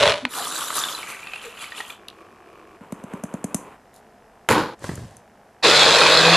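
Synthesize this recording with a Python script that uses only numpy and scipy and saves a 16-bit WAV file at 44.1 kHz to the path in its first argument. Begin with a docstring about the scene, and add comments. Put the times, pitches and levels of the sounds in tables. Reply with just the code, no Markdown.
"""In a small kitchen, close to the microphone, nut milk is made in a personal blender.
Almonds drum into the plastic cup as short blows and rings; water and oil follow as noise, drops and bubbles.
A spice jar is tapped with dull thumps and bright ticks, and a pinch of salt patters down.
The blade lid knocks on and is screwed tight with scrapes and clicks; then the motor's tones and
restless noise chop the nuts, and the motor gains speed as they break up."""
import sys
import numpy as np
from scipy import signal
from scipy.fft import rfft, irfft, next_fast_len
from scipy.io import wavfile
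from scipy.ndimage import map_coordinates

SR = 44100
rng = np.random.default_rng(int(sys.argv[2]) if len(sys.argv) > 2 else 0)


def bounce(signal):
    """Save signal as a 16-bit WAV file at the path given by the first command-line argument."""
    frames = np.transpose(np.atleast_2d(signal))
    limited = np.clip(frames, -1, 1)
    pcm = np.round(limited * 32767).astype(np.int16)
    wavfile.write(sys.argv[1], SR, pcm)


N = 280476  # length [samples]


def amp(db):
    """Decibels to gain."""
    return 10 ** (np.asarray(db) / 20)


def unit(x):
    """Scale to rms 1."""
    return x / np.sqrt(np.mean(x ** 2) + 1e-20)


def clock():
    """The time of every sample [s]."""
    return np.arange(N) / SR


def along(points, hz):
    """Read (frequency [Hz], value) points on a log frequency axis."""
    f, v = np.transpose(points)
    return np.interp(np.log(hz + 1), np.log(f + 1), v)


def curves(rows):
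    """One value per sample for each column after the time."""
    s, *cols = np.transpose(rows)
    return [np.interp(clock(), s, c) for c in cols]


def during(start, end, rise=0.0093, fall=0.033):
    """A gate with sloping edges, all times in seconds."""
    opening = np.clip((clock() - start) / rise, 0, 1)
    closing = np.clip((end - clock()) / fall, 0, 1)
    return opening * closing


def fade(start, db_per_s):
    """A level in dB that holds at 0 until start, then falls steadily."""
    return -db_per_s * np.maximum(clock() - start, 0)


def stroke(s, db, rise_db_per_s, fade_db_per_s):
    """A gain that climbs to db at time s and dies away."""
    return amp(db - rise_db_per_s * np.maximum(s - clock(), 0) + fade(s, fade_db_per_s))


def wobble(rate):
    """A smooth random curve with rate knots a second."""
    return map_coordinates(rng.standard_normal(int(N * rate / SR) + 4), [clock() * rate])


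def add(track, s, sound):
    """Mix a sound into a track at time s."""
    part = track[max(round(s * SR), 0):][:len(sound)]
    part += sound[:len(part)]


def colour(x, spectrum, size=4096):
    """Pass x through a causal, minimum-phase body with the given spectrum."""
    gain = amp(along(spectrum, np.fft.rfftfreq(size, 1 / SR)))
    cepstrum = irfft(np.log(np.maximum(gain, 1e-6)))
    # folding the cepstrum forward puts the response's energy as early as possible
    cepstrum[1:size // 2] *= 2
    cepstrum[size // 2 + 1:] = 0
    response = irfft(np.exp(rfft(cepstrum)))
    return signal.fftconvolve(x, response)[:len(x)]


def patter(spectrum, rate, spread_db, wash):
    """Tiny random impacts, rate a second, over a wash of noise, rms 1."""
    strength = amp(spread_db * np.clip(rng.standard_normal(N), -2, 2))
    hits = (rng.random(N) < rate / SR) * rng.choice([-1, 1], N) * strength
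    return unit(colour(unit(hits) + wash * rng.standard_normal(N), spectrum))


def patches(x, depth_db, hz_wide, seconds):
    """Moving liquid and nuts keep shifting the resonances that x passes through."""
    z = signal.stft(x, nperseg=1024)[2]
    across = np.arange(z.shape[0]) * SR / 1024 / hz_wide
    onward = np.arange(z.shape[1]) * 512 / SR / seconds
    rows, columns = np.meshgrid(across, onward, indexing="ij")
    field = map_coordinates(rng.standard_normal(z.shape), [rows, columns], mode="mirror")
    return unit(signal.istft(z * amp(depth_db * field), nperseg=1024)[1][:N])


def blow(spectrum, t60, size=4096):
    """One short contact: a decaying noise burst coloured by a body, peak 1."""
    burst = rng.standard_normal(size) * amp(-60 * np.arange(size) / SR / t60)
    sound = colour(burst, spectrum)
    return sound / np.abs(sound).max()


def ring(hz, t60, glide=0, size=4096):
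    """A damped sine whose pitch drifts by the share glide over its t60."""
    t = np.arange(size) / SR
    cycles = hz * t * (1 + glide * np.minimum(t / t60, 1) / 2)
    return np.sin(2 * np.pi * cycles) * np.exp(-np.log(1000) * t / t60)


def swell(length, start_hz, end_hz, flutter):
    """A short wavering tone that rises and fades."""
    pitch = np.linspace(start_hz, end_hz, int(length * SR))
    waver = flutter * wobble(114.3)[:len(pitch)]
    return np.hanning(len(pitch)) * np.sin(2 * np.pi * np.cumsum(pitch) / SR + waver)


def bubbles(start, end, pitch, rate, scatter, cycles, spread_db):
    """A cloud of rising bubble notes around a pitch curve, about rms 1 while it lasts."""
    cloud = np.zeros(N)
    times = np.arange(start, end, 1 / rate)
    for s, (late, high, strong) in zip(times, rng.standard_normal((len(times), 3))):
        hz = np.interp(s, *np.transpose(pitch)) * np.exp(scatter * high)
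        note = ring(hz, cycles / hz, glide=0.088, size=1024)
        add(cloud, s + 2 * late / rate, amp(spread_db * min(strong, 2)) * note)
    return unit(cloud) * np.sqrt((end - start) * SR / N)


# how long the small kitchen rings: (frequency [Hz], t60 [s])
WALLS = [(150, 0.27), (1000, 0.33), (7000, 0.28), (13000, 0.14)]


def room(x, wet_db):
    """The sound x with the kitchen's short tail, a noise that decays at its own rate in each band."""
    hz, t, z = signal.stft(rng.standard_normal(SR // 2), SR, nperseg=256)
    decay = np.exp(-np.log(1000) * t / along(WALLS, hz)[:, None])
    tail = signal.istft(z * decay, SR, nperseg=256)[1]
    return x + amp(wet_db) * signal.fftconvolve(x, tail / np.linalg.norm(tail))[:N]


def widen(x, side_db):
    """Only the treble scatters differently to the left and the right."""
    steep = signal.ellip(10, 0.5, 80, 4200, "high", fs=SR, output="sos")
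    turn = np.exp(2j * np.pi * wobble(150))  # a randomly turning phase
    turned = np.real(signal.hilbert(x, next_fast_len(N))[:N] * turn)
    side = amp(side_db) * signal.sosfilt(steep, turned)
    return np.array([x + side, x - side])


# spectrum of the room air: (frequency [Hz], relative level [dB per Hz])
KITCHEN_AIR = [(15, -31), (25, -12), (168, -11.5), (208, -5.5), (301, -14), (436, -7.5), (568, -11),
               (702, -5), (1220, -18), (1470, -19), (4360, -34.5), (5250, -32), (5990, -34), (12600, -38.5),
               (14000, -53)]
# spectrum of the faint ticking: (frequency [Hz], relative level [dB per Hz])
TICKING = [(300, -41), (1200, -1.5), (1750, 1.5), (2300, -10.5), (2900, -9.5), (3500, -26.5), (6000, -45)]
TICKING_DB, TICKING_LOUD_DB = -64, -59
TICKING_LOUD_START_S, TICKING_LOUD_END_S = 1.95, 3.78


def kitchen():
    """The quiet air of the room is coloured noise; faint, uneven, fast clicks tick in the background."""
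    air = amp(-52.5 + 0.44 * wobble(4.66)) * unit(colour(rng.standard_normal(N), KITCHEN_AIR))
    # about 52 ticks a second
    beats = np.diff(np.floor(np.cumsum(52 + 2.5 * wobble(30)) / SR), prepend=0)
    ticking = unit(colour(beats * amp(1.5 * wobble(50)), TICKING))
    louder = during(TICKING_LOUD_START_S, TICKING_LOUD_END_S)
    return air + amp(TICKING_DB + (TICKING_LOUD_DB - TICKING_DB) * louder) * ticking


# modes of the plastic cup: (frequency [Hz], level [dB], t60 [s])
CUP_MODES = [(230.3, -8, 0.4), (305, -5, 0.4), (519, -9.5, 0.3), (800, -4, 0.31), (996, -2, 0.36),
             (1300, -2, 0.4), (1470, -1, 0.43), (2550, -3, 0.2), (4230, -10, 0.39), (4460, -9, 0.45)]


def cup_ring():
    """The cup's modes after one blow, in a slightly new balance each time."""
    return sum(amp(db + rng.normal(0, 2)) * ring(hz, t60, size=12000) for hz, db, t60 in CUP_MODES)


# single almonds striking the cup wall: (time [s], level [dB])
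NUT_HITS = [(0.029, -3), (0.036, -5), (0.056, -5), (0.065, -8), (0.077, -3.5), (0.096, -7.5), (0.106, -10),
            (0.121, -5.5), (0.141, -12.5), (0.252, -5)]
# the cup's bottom hums as nuts land: (time [s], length [s], start pitch [Hz], end pitch [Hz], level [dB])
BOTTOM_HUMS = [(0.214, 0.079, 262, 246, -28.5)]
# spectrum of the heap of nuts: (frequency [Hz], relative level [dB per Hz])
NUTS = [(29, -57), (50, -25), (125, -15.5), (345, -27.5), (437, -5), (528, -14), (580, 2.5), (770, -19),
        (929, -13), (2220, -17), (2620, -15), (3910, -16.5), (4510, -25), (10300, -36), (14000, -61.5)]
# spectrum of a hard clack, for nuts and water drops: (frequency [Hz], relative level [dB per Hz])
CLACK = [(40, -63), (200, -33.5), (800, -2), (1500, -3), (2800, -5), (4100, -7.5), (5000, -17.5),
         (14000, -46)]
# the heap drums steadily, then dies away as it settles
HEAP_DB, HEAP_SETTLES_S, HEAP_FADE_DB_PER_S, HEAP_END_S = -16, 0.082, 155, 0.287
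NUT_HZ, NUT_SCATTER = 2800, 0.3  # a nut's own note, and its spread in log pitch
NUT_RING_DB = -36  # the cup's ring, re the hit


def almonds():
    """A heap of nuts drums into the cup as dense impacts; single nuts clack and ring, the last one late."""
    heap_gain = amp(HEAP_DB + fade(HEAP_SETTLES_S, HEAP_FADE_DB_PER_S))
    heap = heap_gain * patter(NUTS, rate=700, spread_db=2.5, wash=0.65)
    hits = np.zeros(N)
    for s, db in NUT_HITS:
        hz = NUT_HZ * np.exp(NUT_SCATTER * rng.standard_normal())
        add(hits, s, amp(db) * (blow(CLACK, t60=0.012) + 0.45 * ring(hz, t60=0.009)))
        add(heap, s, amp(db + NUT_RING_DB) * cup_ring())
    for s, length, start_hz, end_hz, db in BOTTOM_HUMS:
        add(hits, s, amp(db) * swell(length, start_hz, end_hz, flutter=0.41))
    return heap * during(0, HEAP_END_S, rise=0.00075, fall=0.01) + room(hits, wet_db=-20)


# the bubble cloud drops as the nuts go under, climbs as the cup fills: (time [s], centre pitch [Hz])
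BUBBLE_PITCH = [(0.95, 3570), (1.06, 2360), (1.9, 3070)]
# the loudest single drops: (time [s], level [dB], pitch [Hz])
DROPS = [(0.621, -19.5, 1130), (0.704, -15, 1260), (0.781, -16, 1240), (0.838, -11.5, 3540),
         (0.886, -19, 3250), (0.949, -22.5, 3980), (1.03, -22, 2240), (1.271, -22.5, 2620),
         (1.335, -18.5, 2540), (1.36, -24.5, 2680), (1.721, -22.5, 1860), (1.804, -16.5, 1874)]
# air pockets that gulp: (time [s], length [s], start pitch [Hz], end pitch [Hz], level [dB])
GULPS = [(0.342, 0.12, 818, 689, -31.5), (1.428, 0.086, 493, 467, -35.5)]
# the jet surges: (time [s], gain [dB])
SURGES = [(0.395, 3.5), (0.55, 2), (0.775, 7), (1.1, 8.5), (1.345, 3), (1.45, 6.5), (1.625, 9.5),
          (1.79, 7.5), (1.9, 6.5)]
# spectra of the splash and of the fine spray: (frequency [Hz], relative level [dB per Hz])
SPLASH = [(59, -65), (100, 0), (193, -12.5), (596, -8.5), (652, -10.5), (733, -8), (834, -11.5), (1280, -1),
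          (1440, -8.5), (2200, -18.5), (2860, -34), (4840, -120)]
SPRAY = [(2240, -25), (3800, -2), (4960, -6), (6040, -7), (6990, -0.5), (8330, -9), (9490, -1.5),
         (12700, -7.5), (13400, -13), (14000, -12.5)]
# the jet's layers: (level on bare nuts [dB], change once they are covered [dB], share of a surge [ratio])
SPLASH_LAW = (-35.0, -12, 0.75)
BUBBLE_LAW = (-34.5, -7, 0.8)
SPRAY_LAW = (-34.8, -17.5, 1.15)
# between the two middle times the rising water covers the nuts
POUR_START_S, COVER_START_S, COVER_END_S, POUR_END_S = 0.28, 0.86, 1.17, 1.98
POUR_RISE_S, POUR_FALL_S = 0.08, 0.08
SURGE_S = 0.028  # half width of a surge, where its dB gain has dropped to 1/e
FLOW_WOBBLE_DB, FLOW_WOBBLE_PER_S = 1.3, 22  # the jet's small random swings


def water():
    """The jet splashes on the nuts and drives ringing bubbles into the rising water."""
    covered = np.clip((clock() - COVER_START_S) / (COVER_END_S - COVER_START_S), 0, 1)
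    surge_db = FLOW_WOBBLE_DB * wobble(FLOW_WOBBLE_PER_S)
    for s, db in SURGES:
        surge_db += db * np.exp(-((clock() - s) / SURGE_S) ** 2)
    splash_gain, bubbles_gain, spray_gain = [
        amp(bare_db + change_db * covered + share * surge_db)
        for bare_db, change_db, share in (SPLASH_LAW, BUBBLE_LAW, SPRAY_LAW)]

    large_pitch, bead_pitch = [(0.3, 1350), (1.9, 1250)], [(0.3, 8000), (1.9, 8000)]
    large = bubbles(0.3, 2.0, large_pitch, rate=220, scatter=0.18, cycles=24, spread_db=5)
    small = bubbles(0.3, 2.0, BUBBLE_PITCH, rate=260, scatter=0.11, cycles=48, spread_db=6)
    froth = bubbles(0.3, 1.8, BUBBLE_PITCH, rate=1200, scatter=0.248, cycles=22, spread_db=1.5)
    beads = bubbles(0.3, 2.0, bead_pitch, rate=600, scatter=0.2, cycles=70, spread_db=5)

    splash = 0.75 * patter(SPLASH, rate=400, spread_db=3.5, wash=0.47) + 0.59 * large
    mist = patter(SPRAY, rate=1300, spread_db=6.5, wash=0.91)
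    spray = 0.89 * patches(mist, depth_db=3.0, hz_wide=600, seconds=0.04) + 0.52 * beads
    jet = splash_gain * splash + bubbles_gain * (0.61 * small + 0.42 * froth) + spray_gain * spray
    jet *= during(POUR_START_S, POUR_END_S, rise=POUR_RISE_S, fall=POUR_FALL_S)

    for s, db, hz in DROPS:
        drop = 0.81 * ring(hz, t60=0.027, glide=0.067) + 0.55 * blow(CLACK, t60=0.024)
        add(jet, s, amp(db) * drop)
    for s, length, start_hz, end_hz, db in GULPS:
        add(jet, s, amp(db) * swell(length, start_hz, end_hz, flutter=1.6))
    # such small bubbles radiate no bass
    no_bass = signal.butter(N=3, Wn=220, btype="high", fs=SR, output="sos")
    return room(signal.sosfilt(no_bass, jet), wet_db=-8.5)


# oil drips: (time [s], level [dB])
DRIPS = [(2.084, -22), (2.101, -33.5)]
# spectra of a drip and of the oil stream: (frequency [Hz], relative level [dB per Hz])
PLIP = [(2000, -20), (3300, 6), (4200, 1), (6000, -18), (11000, -16), (14000, -30)]
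OIL = [(59, -55), (100, -15), (212, -40), (326, -0.5), (736, -17.5), (815, -21), (1110, -5), (1960, -40),
       (2300, -15), (3600, -32.5), (13000, -43)]


def oil():
    """Two drips tick as short blows, and a thin stream trickles softly into the water."""
    drips = np.zeros(N)
    for s, db in DRIPS:
        add(drips, s, amp(db) * blow(PLIP, t60=0.0084))
    stream = amp(-51.5 + 2.9 * wobble(8.18)) * patter(OIL, rate=250, spread_db=4.0, wash=1.0)
    return stream * during(1.943, 2.79, rise=0.12) + room(drips, wet_db=-17)


# a finger taps the spice jar, harder towards the end: (time [s], thump level [dB], tick level [dB])
TAPS = [(2.81, -33, -56), (2.923, -21.5, -29), (3.038, -26.5, -39), (3.136, -22, -36), (3.237, -20, -25),
        (3.339, -19, -31), (3.442, -17.5, -21), (3.545, -16, -10.5)]
# spectra of the jar's knock, its bright tick and the powder: (frequency [Hz], relative level [dB per Hz])
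JAR_KNOCK = [(100, -24), (350, -3.5), (650, 3.5), (1000, -10), (2500, -19), (6000, -37)]
JAR_TICK = [(1000, -29), (2500, -20), (5200, -22), (6300, -3), (7400, -5), (8800, -6.5), (10200, -5.5),
            (14000, -23)]
POWDER = [(59, -55), (100, -10), (166, -9), (399, -1.5), (510, -3), (798, -7.5), (979, -1), (1500, -11.5),
          (1770, -17), (2500, -16), (5420, -42), (7660, -32.5), (13000, -38)]
PUSH_S, PUSH_START_HZ, PUSH_END_HZ = 0.0165, 320, 122  # the thump's length and falling pitch
FIRM_TAP_DB = -18  # the thump of a firm tap
KNOCK_DB, KNOCK_GROWS = -19.5, 1.5  # the jar's knock at a firm tap, and its dB per dB of thump
PUFF_DB, PUFF_S = -26.5, 0.038  # the powder's puff re the tick, and its decay time to 1/e


def spice():
    """Each tap thumps the jar, clicks its cap and puffs out powder; harder taps are mostly brighter."""
    thumps, notes, ticks, puffs = np.zeros((4, N))
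    puff = np.exp(-np.arange(SR // 2) / SR / PUFF_S)
    for s, db, tick_db in TAPS:
        knock_db = KNOCK_DB + KNOCK_GROWS * (db - FIRM_TAP_DB)
        # a short dull push that sags in pitch, then the jar's faint note
        push = swell(PUSH_S, PUSH_START_HZ, PUSH_END_HZ, flutter=0)
        add(thumps, s - 0.002, amp(db) * push)
        add(notes, s, amp(db - 22) * ring(292, t60=0.4, size=8192))
        add(thumps, s, amp(knock_db) * blow(JAR_KNOCK, t60=0.015))
        add(ticks, s, amp(tick_db) * blow(JAR_TICK, t60=0.017))
        add(puffs, s, amp(tick_db + PUFF_DB) * puff)
    hiss = puffs * patter(JAR_TICK, rate=2200, spread_db=2, wash=0.67)
    powder = amp(-45.5 + 1.9 * wobble(14)) * patter(POWDER, rate=1500, spread_db=6.5, wash=0.96)
    powder *= during(2.8, 3.78, rise=0.024)
    return room(thumps, wet_db=-15) + notes + ticks + hiss + powder


def salt():
    """A pinch of crystals lands on the water as a brief bright patter."""
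    crystals = patter(SPRAY, rate=360, spread_db=-7, wash=0.69)
    return amp(-50.5) * crystals * during(3.925, 4.01, rise=0.043, fall=0.058)


# the lid lands and bounces: (time [s], thud level [dB], clack level [dB])
LID_HITS = [(4.488, -19.5, -4), (4.505, -11.5, -13.5), (4.511, -11, -9.5), (4.519, -14, -7.5),
            (4.526, -21, -11)]
# spectra of the lid's thud, its clack and the rattling cup: (frequency [Hz], relative level [dB per Hz])
THUD = [(40, -40), (120, 1), (400, 2.5), (700, -7.5), (1300, -18), (4000, -70)]
LID_CLACK = [(40, -64), (300, -25), (900, -1), (1700, -0.5), (2600, -5), (3500, -14.5), (5500, -22.5),
             (14000, -40)]
CUP_RATTLE = [(24, -44), (40, -20.5), (228, -7.5), (258, -14), (312, 1.5), (354, -8.5), (516, -5.5),
              (692, -19.5), (819, -7), (989, -7), (1350, -15), (1500, -13), (2060, -22.5), (4200, -25),
              (6000, -36.5), (7800, -44), (13200, -120)]
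LID_TICK_DB, LID_RING_DB = -11.5, -22  # the rim's tick and the cup's ring, re the clack
# the full cup rattles after the lid lands, until the hand grips it
JOLT_S, GRIP_S = 4.49, 4.752
RATTLE_DB, RATTLE_HOLD_S, RATTLE_FADE_DB_PER_S = -18.0, 0.091, 130
FIZZ_DB, FIZZ_FADE_DB_PER_S = -27, 155


def lid():
    """The lid lands hard and bounces as blows; the full cup rings, rattles and fizzes."""
    hits, cup = np.zeros((2, N))
    for s, thud_db, clack_db in LID_HITS:
        add(hits, s, amp(thud_db) * blow(THUD, t60=0.031))
        add(hits, s, amp(clack_db) * blow(LID_CLACK, t60=0.027))
        add(hits, s, amp(clack_db + LID_TICK_DB) * blow(JAR_TICK, t60=0.018))
        add(cup, s, amp(clack_db + LID_RING_DB) * cup_ring())
    # sloshing water roughens the ring, and the gripping hand stops it
    cup *= 1 + 0.3 * wobble(80)
    rattle_gain = amp(RATTLE_DB + fade(JOLT_S + RATTLE_HOLD_S, RATTLE_FADE_DB_PER_S))
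    rattle = rattle_gain * patter(CUP_RATTLE, rate=900, spread_db=0, wash=0.92)
    fizz_gain = amp(FIZZ_DB + fade(JOLT_S, FIZZ_FADE_DB_PER_S))
    fizz = fizz_gain * patter(SPRAY, rate=1200, spread_db=1, wash=0.98)
    ungripped = during(JOLT_S, GRIP_S, rise=0.014, fall=0.011)
    return room(hits, wet_db=-9) + (cup + rattle + fizz) * ungripped


# the lid knocks as it seats on its thread: (time [s], level [dB])
THREAD_KNOCKS = [(4.822, -29), (4.842, -18), (4.892, -16), (4.914, -28), (4.976, -30)]
# the thread catches and clicks: (time [s], level [dB])
THREAD_CLICKS = [(4.793, -42), (4.841, -33), (4.955, -29), (5.109, -46), (5.168, -32.5)]
# the wrist twists the lid, and the cup rumbles: (time [s], level [dB])
TWISTS = [(4.843, -35.5), (4.915, -38), (4.99, -34)]
# spectra of a knock, the twisted cup's rumble and the scrape: (frequency [Hz], relative level [dB per Hz])
THREAD_KNOCK = [(40, -25), (130, 1), (420, 3), (700, -6.5), (1750, -7.5), (2400, -24.5), (6000, -38)]
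RUMBLE = [(30, -23), (90, 0), (170, -4.5), (400, -21.5), (900, -27.5), (2500, -58)]
THREAD_SCRAPE = [(290, -34), (500, -13), (544, 1), (739, -25), (1050, -8), (1440, -21), (1630, -11.5),
                 (2160, -18.5), (8940, -21.5), (14000, -37)]
TWIST_RISE_DB_PER_S, TWIST_FADE_DB_PER_S = 600, 132
# the thread scrapes most as it bites, then less as the lid slows
SCRAPE_PEAK_S, SCRAPE_DB = 4.85, -38
SCRAPE_RISE_DB_PER_S, SCRAPE_FADE_DB_PER_S = 380, 68


def thread():
    """A few twists screw the lid tight: it knocks, rumbles, scrapes and clicks along its thread."""
    hits = np.zeros(N)
    for s, db in THREAD_KNOCKS:
        add(hits, s, amp(db) * blow(THREAD_KNOCK, t60=0.027))
    for s, db in THREAD_CLICKS:
        add(hits, s, amp(db) * blow(JAR_TICK, t60=0.014))
    twisting = sum(stroke(s, db, TWIST_RISE_DB_PER_S, TWIST_FADE_DB_PER_S) for s, db in TWISTS)
    rumble = twisting * patter(RUMBLE, rate=200, spread_db=5.0, wash=0.7)
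    scraping = stroke(SCRAPE_PEAK_S, SCRAPE_DB, SCRAPE_RISE_DB_PER_S, SCRAPE_FADE_DB_PER_S)
    scrape = scraping * patter(THREAD_SCRAPE, rate=1200, spread_db=0, wash=0.88)
    return room(hits, wet_db=-13) + (rumble + scrape) * during(4.77, 5.22)


# the motor speeds up as the nuts break: (time [s], mean shaft speed [Hz])
SHAFT = [(5.63, 135.2), (5.8, 152.2), (6.1, 157.4), (6.3, 167.6), (6.36, 169.3)]
# partials of the blade tone: (multiple of the shaft speed [ratio], relative level [dB])
BLADE_ORDERS = [(2, -14.5), (3, -0.5), (4, -5), (6, -11), (7, -8), (10, -6.5), (15, -6.5), (16, -8.5),
                (24, -4.5), (25, -8.5), (26, -10)]
# spectra of the churned water and the chopped nuts: (frequency [Hz], relative level [dB per Hz])
CHURN = [(18, -61), (30, -30), (107, -21), (133, -20), (162, -19.5), (178, -17), (194, -17.5), (255, -22),
         (299, -13.5), (371, -12), (478, -3), (542, -3.5), (709, -8.5), (1650, -8.5), (2200, -14),
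         (2860, -31), (4840, -120)]
CHOP = [(1180, -31), (2000, -10.5), (2190, -17.5), (2470, -2.5), (2880, -8.5), (3260, -6), (3420, -3),
        (3960, -1.5), (4660, -6.5), (5850, -17.5), (6720, -15.5), (10400, -28.5), (12900, -39),
        (13300, -43), (14000, -59)]
MOTOR_ON_S, SPIN_UP_S = 5.625, 0.023
CHURN_DB, CHOP_DB = -16.5, -14.7
CHOP_FADE_DB_PER_S = 3.0  # the pieces get smaller
BITE_DB, BITE_S = 2.5, 0.044  # extra churning as the blades first bite, and its decay time to 1/e
# the unbalance hum swells as the shaft nears the resonance of the base
BASE_HZ, BASE_WIDTH_HZ, HUM_DB = 167.7, 1.83, -20
BLADE_DB, BLADE_DB_PER_HZ = -20.5, 0.3  # the blade tone at that speed, and its growth with speed


def blender():
    """Blades churn the water and fling nut pieces at the wall; the motor's tones emerge as it speeds up."""
    shaft_hz, = curves(SHAFT)
    running_s = np.maximum(clock() - MOTOR_ON_S, 0)
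    angle = 2 * np.pi * np.cumsum(shaft_hz * (1 + 0.0053 * wobble(40))) / SR
    blades = np.zeros(N)
    for order, db in BLADE_ORDERS:
        # the uneven load makes every partial flutter, in phase the high ones most
        blades += amp(db + 4.55 * wobble(30)) * np.sin(order * (angle + 0.04 * wobble(60)))
    off_base_hz = shaft_hz - BASE_HZ
    hum = amp(HUM_DB) / np.hypot(1, off_base_hz / BASE_WIDTH_HZ) * np.sin(angle)
    tones = hum + amp(BLADE_DB + BLADE_DB_PER_HZ * off_base_hz) * blades

    slosh = patter(CHURN, rate=2500, spread_db=4.5, wash=0.83)
    slosh = patches(slosh, depth_db=2.0, hz_wide=220, seconds=0.045)
    churn = amp(CHURN_DB + BITE_DB * np.exp(-running_s / BITE_S) + 0.39 * wobble(35)) * slosh

    pieces = patter(CHOP, rate=2200, spread_db=3.5, wash=0.6)
    pieces = patches(pieces, depth_db=2.1, hz_wide=250, seconds=0.06)
    # pieces are struck in bunches as the blades come round
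    bunches = 1 + 0.051 * np.sin(2 * angle)
    chop = amp(CHOP_DB - CHOP_FADE_DB_PER_S * running_s + 0.21 * wobble(60)) * bunches * pieces
    return (tones + churn + chop) * np.minimum(running_s / SPIN_UP_S, 1)


def scene():
    """All the steps in turn, straight in front of the microphone."""
    handling = kitchen() + almonds() + oil() + spice() + salt() + lid() + thread()
    return widen(handling, side_db=-8.5) + widen(water(), side_db=-8.0) + widen(blender(), side_db=-6.0)


TOP_HZ = 13700  # the band limit


def record(dry):
    """Peaks round off at full scale; a steep filter cuts what lies above the band limit."""
    held = dry / (1 + np.abs(dry) ** 8) ** (1 / 8)
    size = next_fast_len(N + SR // 4)
    passband = 1 / (1 + (np.fft.rfftfreq(size, 1 / SR) / TOP_HZ) ** 80)
    return irfft(rfft(held, size) * passband, size)[:, :N]


dry = scene()
out = record(dry)
bounce(out)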